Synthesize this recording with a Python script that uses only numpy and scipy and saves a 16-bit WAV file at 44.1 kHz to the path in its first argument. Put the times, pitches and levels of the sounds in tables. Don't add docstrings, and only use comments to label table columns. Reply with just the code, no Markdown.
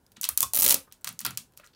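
import sys
import numpy as np
from scipy import signal
from scipy.fft import rfft, irfft
from scipy.io import wavfile

SR = 44100
rng = np.random.default_rng(int(sys.argv[2]) if len(sys.argv) > 2 else 0)


def nominal_scale(level):
    x = np.asarray(level, float) / 20
    return 10 ** x


def materialize(psi):
    bounded = np.clip(np.atleast_2d(psi).T, -1, 1)
    quanta = np.round(bounded * 32767).astype(np.int16)
    wavfile.write(sys.argv[1], SR, quanta)


N = 77175


def at_hz(points, hz):
    table_hz, values = np.array(points).T
    return np.interp(np.log(hz), np.log(table_hz), values)


def band(x, low, high):
    sos = signal.butter(2, [low, min(high, 19000)], "band", fs=SR, output="sos")
    return signal.sosfilt(sos, x)


def train(s, gains):
    out = np.zeros(N)
    places = np.clip((np.asarray(s) * SR).astype(int), 0, N - 1)
    np.add.at(out, places, gains)
    return out


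def ring(clicks, hz, t60):
    r = nominal_scale(-60 / (t60 * SR))
    w = 2 * np.pi * hz / SR
    return signal.lfilter([0, np.sin(w)], [1, -2 * r * np.cos(w), r * r], clicks + 1e-18)


# frequency in Hz, level in dB.
FLOOR = [(15, -34), (25, 1.5), (134, -9.5), (754, -21.5), (1040, -22), (1190, -31.5), (1480, -22.5),
         (2000, -35.5), (16000, -36.5)]


def room_tone():
    level_db = -63.5
    hz = np.maximum(np.arange(N // 2 + 1) * SR / N, 1)
    hush = irfft(rfft(rng.standard_normal(N)) * nominal_scale(at_hz(FLOOR, hz)), N)
    return nominal_scale(level_db) * hush / hush.std()


# frequency in Hz, time to fall 60 dB in seconds.
ROOM = [(300, 0.19), (1400, 0.19), (3700, 0.18), (7500, 0.17), (15000, 0.19)]
# frequency in Hz, level in dB.
ROOM_TONE = [(300, 9.5), (3000, 5), (8000, 0), (15000, -3)]


def room(x):
    level_db, start_s = -35.5, 0.0029
    t = np.arange(SR // 2) / SR
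    white = rng.standard_normal((2, len(t)))
    edges = np.r_[40, 150, 300 * 2 ** np.arange(0, 6.1, .4)]
    tail = np.zeros(len(t))
    for k, (low, high) in enumerate(zip(edges, edges[1:])):
        centre = np.sqrt(low * high)
        fade_db = -60 * t / at_hz(ROOM, centre) + at_hz(ROOM_TONE, centre)
        tail += band(white[k % 2], low, high) * nominal_scale(fade_db)
    tail = tail * np.clip(t / start_s - 1, 0, 1)
    return nominal_scale(level_db) * signal.fftconvolve(x, tail)[:N]


# start in seconds, length in seconds, centre frequency in Hz, level in dB.
RUBS = [(.165, 0.025, 197, -54), (.27, 0.068, 80, -55.5), (.37, 0.097, 214, -62), (.41, 0.063, 79.3, -50.5),
        (1.04, 0.11, 148, -55), (1.2, 0.08, 170, -53.5), (1.25, 0.08, 128, -47.5),
        (1.25, 0.033, 319, -52.5), (1.33, 0.044, 118, -55), (1.37, 0.058, 201, -64),
        (.16, 0.019, 3300, -54), (.416, 0.011, 10700, -25), (1.565, 0.034, 5640, -61),
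        (1.59, 0.018, 1470, -59.5), (1.63, 0.018, 1600, -57), (1.635, 0.035, 7040, -63.5),
        (1.73, 0.013, 4050, -64), (.87, 0.018, 1230, -61.5), (.215, .02, 8600, -41)]


def rubs():
    width = 1.295
    white, t, out = rng.standard_normal((2, N)), np.arange(N) / SR, np.zeros(N)
    for k, (s, length, hz, db) in enumerate(RUBS):
        swell = np.sin(np.pi * np.clip((t - s) / length, 0, 1)) * white[k % 2]
        rub = band(swell + 1e-18, hz / width, hz * width)
        out += nominal_scale(db) * np.sqrt(SR / hz) * rub
    return out


# start in seconds, frequency in Hz, level in dB, time to fall 60 dB in seconds.
KNOCKS = [(.065, 5000, -50, 0.015), (.119, 4850, -59, 0.038), (0.29, 1120, -33, 0.05),
          (0.4298, 1105, -25, 0.09), (0.429, 3520, -27, 0.06), (0.431, 2544, -36, 0.06),
          (0.431, 580, -45, 0.017), (.535, 764, -40.5, 0.042), (.877, 530, -56, 0.065),
          (1.018, 7800, -54, .02), (1.2535, 1375, -32, 0.16), (1.263, 3900, -36, 0.02),
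          (1.309, 1310, -41, 0.056), (1.598, 602, -50.5, .05), (.406, 3400, -32, .02),
          (.376, 1150, -38, .02), (1.749, 5000, -51, 0.0055)]


def knocks():
    twin_ratio, twin_db = 1.03, -8
    white, t, out = rng.standard_normal(N), np.arange(N) / SR, np.zeros(N)
    for s, hz, db, t60 in KNOCKS:
        rattle = white * (t > s) * nominal_scale(-60 * np.maximum(t - s, 0) / t60)
        blow = train([s], 0.85) + 0.037 * rattle
        main = ring(blow, hz, t60 * .55)
        twin = ring(blow, hz * twin_ratio, t60 * .4)
        out += nominal_scale(db) * (main + nominal_scale(twin_db) * twin)
    return out


# frequency in Hz, level in dB, time to fall 60 dB in seconds.
BODY = [(83, -56, 0.099), (170, -55.5, .06), (270, -46.5, 0.045), (285, -60.5, 0.0087), (541, -41.5, 0.033),
        (854, -44, 0.024), (1136, -43.5, .03)]
# start in seconds, level of the top band in dB,
# then the levels near 7 kHz and 3 kHz in dB against the top.
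RASP = [(0.5352, -0.1, -3.5, -9), (0.5467, -1, -6, -15), (0.5508, -3.3, -10, -14.5),
        (0.5547, -0.5, -7, -11.5), (0.5566, -15, -8, -12.5), (0.5631, 1, -10.5, -24),
        (0.5636, -11.5, -8, -6.5), (0.5716, 2, -10.5, -11.5), (0.5754, -1.3, -10, -7),
        (0.5876, 2, -11, -21.5), (0.5909, 0.7, -10, -11.5), (0.5983, 1, -4, -9), (0.6021, 0, -10, -13.5),
        (0.6089, 3, -5.5, -19), (0.6216, 5, -6, -12), (0.6246, -2, -4.5, -5.5), (0.6281, 2, -6.5, -13),
        (0.6326, 2.5, -4.5, -15), (0.641, 3.2, -14, -7), (0.6446, 2.3, -17, -9.5), (0.648, 0.2, -2.5, -5.5),
        (0.652, 0.5, -3.5, -7.7), (0.662, -2.2, -3.5, -6.5), (0.6632, 4.5, -2, -5.5), (0.679, 3.6, -5, -7),
        (0.6874, 2, -6, -3), (0.6939, 4, -8, -10), (0.6954, 1, -5, -6), (0.7028, -0.3, -6, -6),
        (0.7043, -14.5, 9.5, 4), (0.706, 3, -4.5, -7.5), (0.708, 0.2, -2, 1.5), (0.7082, -5, 2.5, -6),
        (0.715, 1.5, -1, -18), (0.7182, -1, -21.5, -2), (0.7227, 1, -2.5, -14), (0.7249, 4, -12, -8),
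        (0.7317, -11.5, -4.7, -13.5), (0.7426, -1.4, -11.5, -12.5), (0.7434, 2.5, -1, -6),
        (0.7499, -15, -1, -13.5), (0.7518, -22, -12, -12)]


def dispenser():
    s, db, *_ = np.transpose(RASP)
    strength = rng.standard_normal((len(s), len(BODY)))
    out = np.zeros(N)
    for k, (hz, level_db, t60) in enumerate(BODY):
        blows = train(s, nominal_scale(db + level_db) * strength[:, k])
        out += ring(blows, hz, min(t60, 20 / hz))
    return out


# start in seconds, level of the top band in dB,
# then the levels near 7 kHz, 3 kHz and 1 kHz in dB against the top.
PULLS = [(0.0653, -43.5, 1, -2.7, -9), (0.1188, -35, -6, -6.7, -10), (0.1201, -49, 0, -2.6, 0),
         (0.1223, -59, 4, 3.4, 15), (0.1262, -51, -0.6, 1.9, -3.0), (0.164, -52, -2.4, -0.4, 11),
         (0.1677, -42.5, 13.5, 5, 15), (0.1699, -44, 4, 6, 20.5), (0.2011, -50, -12, -13.5, 0),
         (0.2129, -8, -1.2, -17.4, -27), (0.2199, -30, -2, -19, -18.6), (0.2217, -30.5, -9, 2, -10),
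         (0.2316, -13.5, -4, 0.2, -4.6), (0.2336, -23, 15.5, 0.5, 7.9), (0.2414, -8, 3.5, 7.5, -23.4),
         (0.2444, -13.5, -5, -2.0, -9.3), (0.2497, -12.5, -11.5, -0.5, -2), (0.2516, -15, 3.5, -9, -6.5),
         (0.2535, -17.5, 1.5, 0, 1), (0.2893, 3, -9.5, -17, -11), (0.2912, -15.5, -12.5, 4, -14),
         (0.3751, 4, -4.5, -10.5, -16.5), (0.3764, -1, -9.5, -19.5, -18), (0.4056, 5, -6, -14, -19.5),
         (0.4186, -12.5, -2.7, -5, -1), (0.4285, 3, 0.3, -11.5, -17.5), (0.4305, -9.5, -6.5, -7, -11.5),
         (0.4351, -12, -5.5, -1.5, -14.7)]
# start in seconds, level of the top band in dB,
# then the levels near 7 kHz, 3 kHz and 1 kHz in dB against the top.
HANDLING = [(0.9137, -63, 16, 28, 25), (0.9186, -59, 10, 20, 15.9), (0.9239, -23, -1.5, -2.5, -11),
            (0.9304, -38, -5, -22.7, 0), (0.9413, -49.5, 15, -4, 5.7), (1.0109, -43, -11, -14, 0.5),
            (1.0123, -43.4, -10, -15, -3.4), (1.0184, -52, 3, 2, 1), (1.0449, -10.5, -0.3, -1.5, 1.6),
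            (1.0682, -29, 3, -9, -18), (1.0725, -16.5, 3, 5, -5), (1.0743, -30.5, 4, 18.5, 23.5),
            (1.0757, -17, 7, -10, 0), (1.0826, -20, -0.5, 0, -17), (1.0899, -14.5, 1, -0.5, -9),
            (1.0945, -34, -7, 2, -10.4), (1.127, -27, -12, -23, -18), (1.1914, -16, 8, 0, -18),
            (1.2049, -13.5, -15, -23, -4), (1.2138, -22, 1.2, 6, -3.5), (1.2489, -15, 0, 5.0, -2),
            (1.2501, -3.5, -4.2, -5.5, -18), (1.2539, -19, 2, 14, 15.5), (1.2637, -4, -10, 1.7, 0.5),
            (1.2667, -29, 4, -6, -4), (1.3072, -21, 2, 1, 2), (1.3494, -54.5, 21, -3, 4),
            (1.374, -7, 2, -2.5, -12), (1.3758, -17.5, -18, -7.5, -3.5), (1.522, -46, -4.8, -2, 1),
            (1.5363, -48, 1, 4, 7), (1.5682, -44.3, -27.6, -17, -14.9), (1.5746, -23.5, -2.5, -7.5, -7.2),
            (1.5985, -38, -4.2, 10.5, 14), (1.6435, -44, 5.9, 12.5, 12.3), (1.6557, -44, 0, -7, 6),
            (1.6636, -40, 9, -9, -6), (1.6731, -37, -3, 8, -5), (1.7348, -63.5, 4, 24, 25),
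            (1.7481, -64, 12, 20, 8.0)]


def all_slips():
    low_db = -4.5
    rasp = [(s, db, dull, middle, middle + low_db) for s, db, dull, middle in RASP]
    return np.transpose(list(PULLS) + rasp + list(HANDLING))


# frequency in Hz, level in dB per Hz.
CRACK = [(350, -20.5), (1100, -1.5), (10000, 4), (16000, -3)]
# frequency in Hz, level in dB over the noise burst.
SPIKE = [(1500, 13), (4000, 15), (7000, 15), (10000, 9), (14500, 23)]


def cracks():
    crack_db, t60_s, rise_s = -15, 0.015, 0.0002
    echo_s, echo_db = .001, -10
    low_lag_s = .00012
    to_room_db = 19
    s, db, *bands_db = all_slips()
    t = np.arange(SR // 20) / SR
    hz = np.maximum(np.arange(N // 2 + 1) * SR / N, 1)
    shape = nominal_scale(-60 * t / t60_s) * (1 - np.exp(-t / rise_s))
    white = rng.standard_normal(N)
    colour = nominal_scale(crack_db + at_hz(CRACK, hz))
    place = at_hz([(1500, 3), (3700, 2), (7000, 1), (12000, 0)], hz)
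    pulse, burst = 0, 0
    for j, band_db in enumerate([0, *bands_db]):
        share = np.cos(np.pi / 2 * np.clip(place - j, -1, 1)) ** 2 * colour
        clicks = train(s, nominal_scale(db + band_db))
        pulse = pulse + share * rfft(np.roll(clicks, 12))
        noise = signal.fftconvolve(clicks, shape)[:N] * white
        burst = burst + share * rfft(noise)
    lag = np.exp(-2j * np.pi * hz * low_lag_s * place)
    bounce = 1 + nominal_scale(echo_db) * np.exp(-2j * np.pi * hz * echo_s)
    spike = pulse * nominal_scale(at_hz(SPIKE, hz)) * lag * bounce
    return irfft(spike + burst, N), nominal_scale(to_room_db) * irfft(pulse, N)


def scene():
    knock_room_db = -9
    tape, pulses = cracks()
    near = dispenser() + rubs()
    rings = knocks()
    reflections = room(pulses + near + nominal_scale(knock_room_db) * rings)
    return (tape + near + rings + reflections + room_tone())[None]


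def low_pass(x):
    return signal.sosfilt(signal.butter(12, 17150, fs=SR, output="sos"), x)


def record(dry):
    low_hz, cutoff_hz = 60, 16300
    bass_cut = signal.butter(2, low_hz, "high", fs=SR, output="sos")
    top_cut = signal.cheby2(12, 60, cutoff_hz * 1.024, fs=SR, output="sos")
    mix = signal.sosfilt(top_cut, signal.sosfilt(bass_cut, dry))
    return low_pass(mix)


dry = scene()
out = record(dry)
materialize(out)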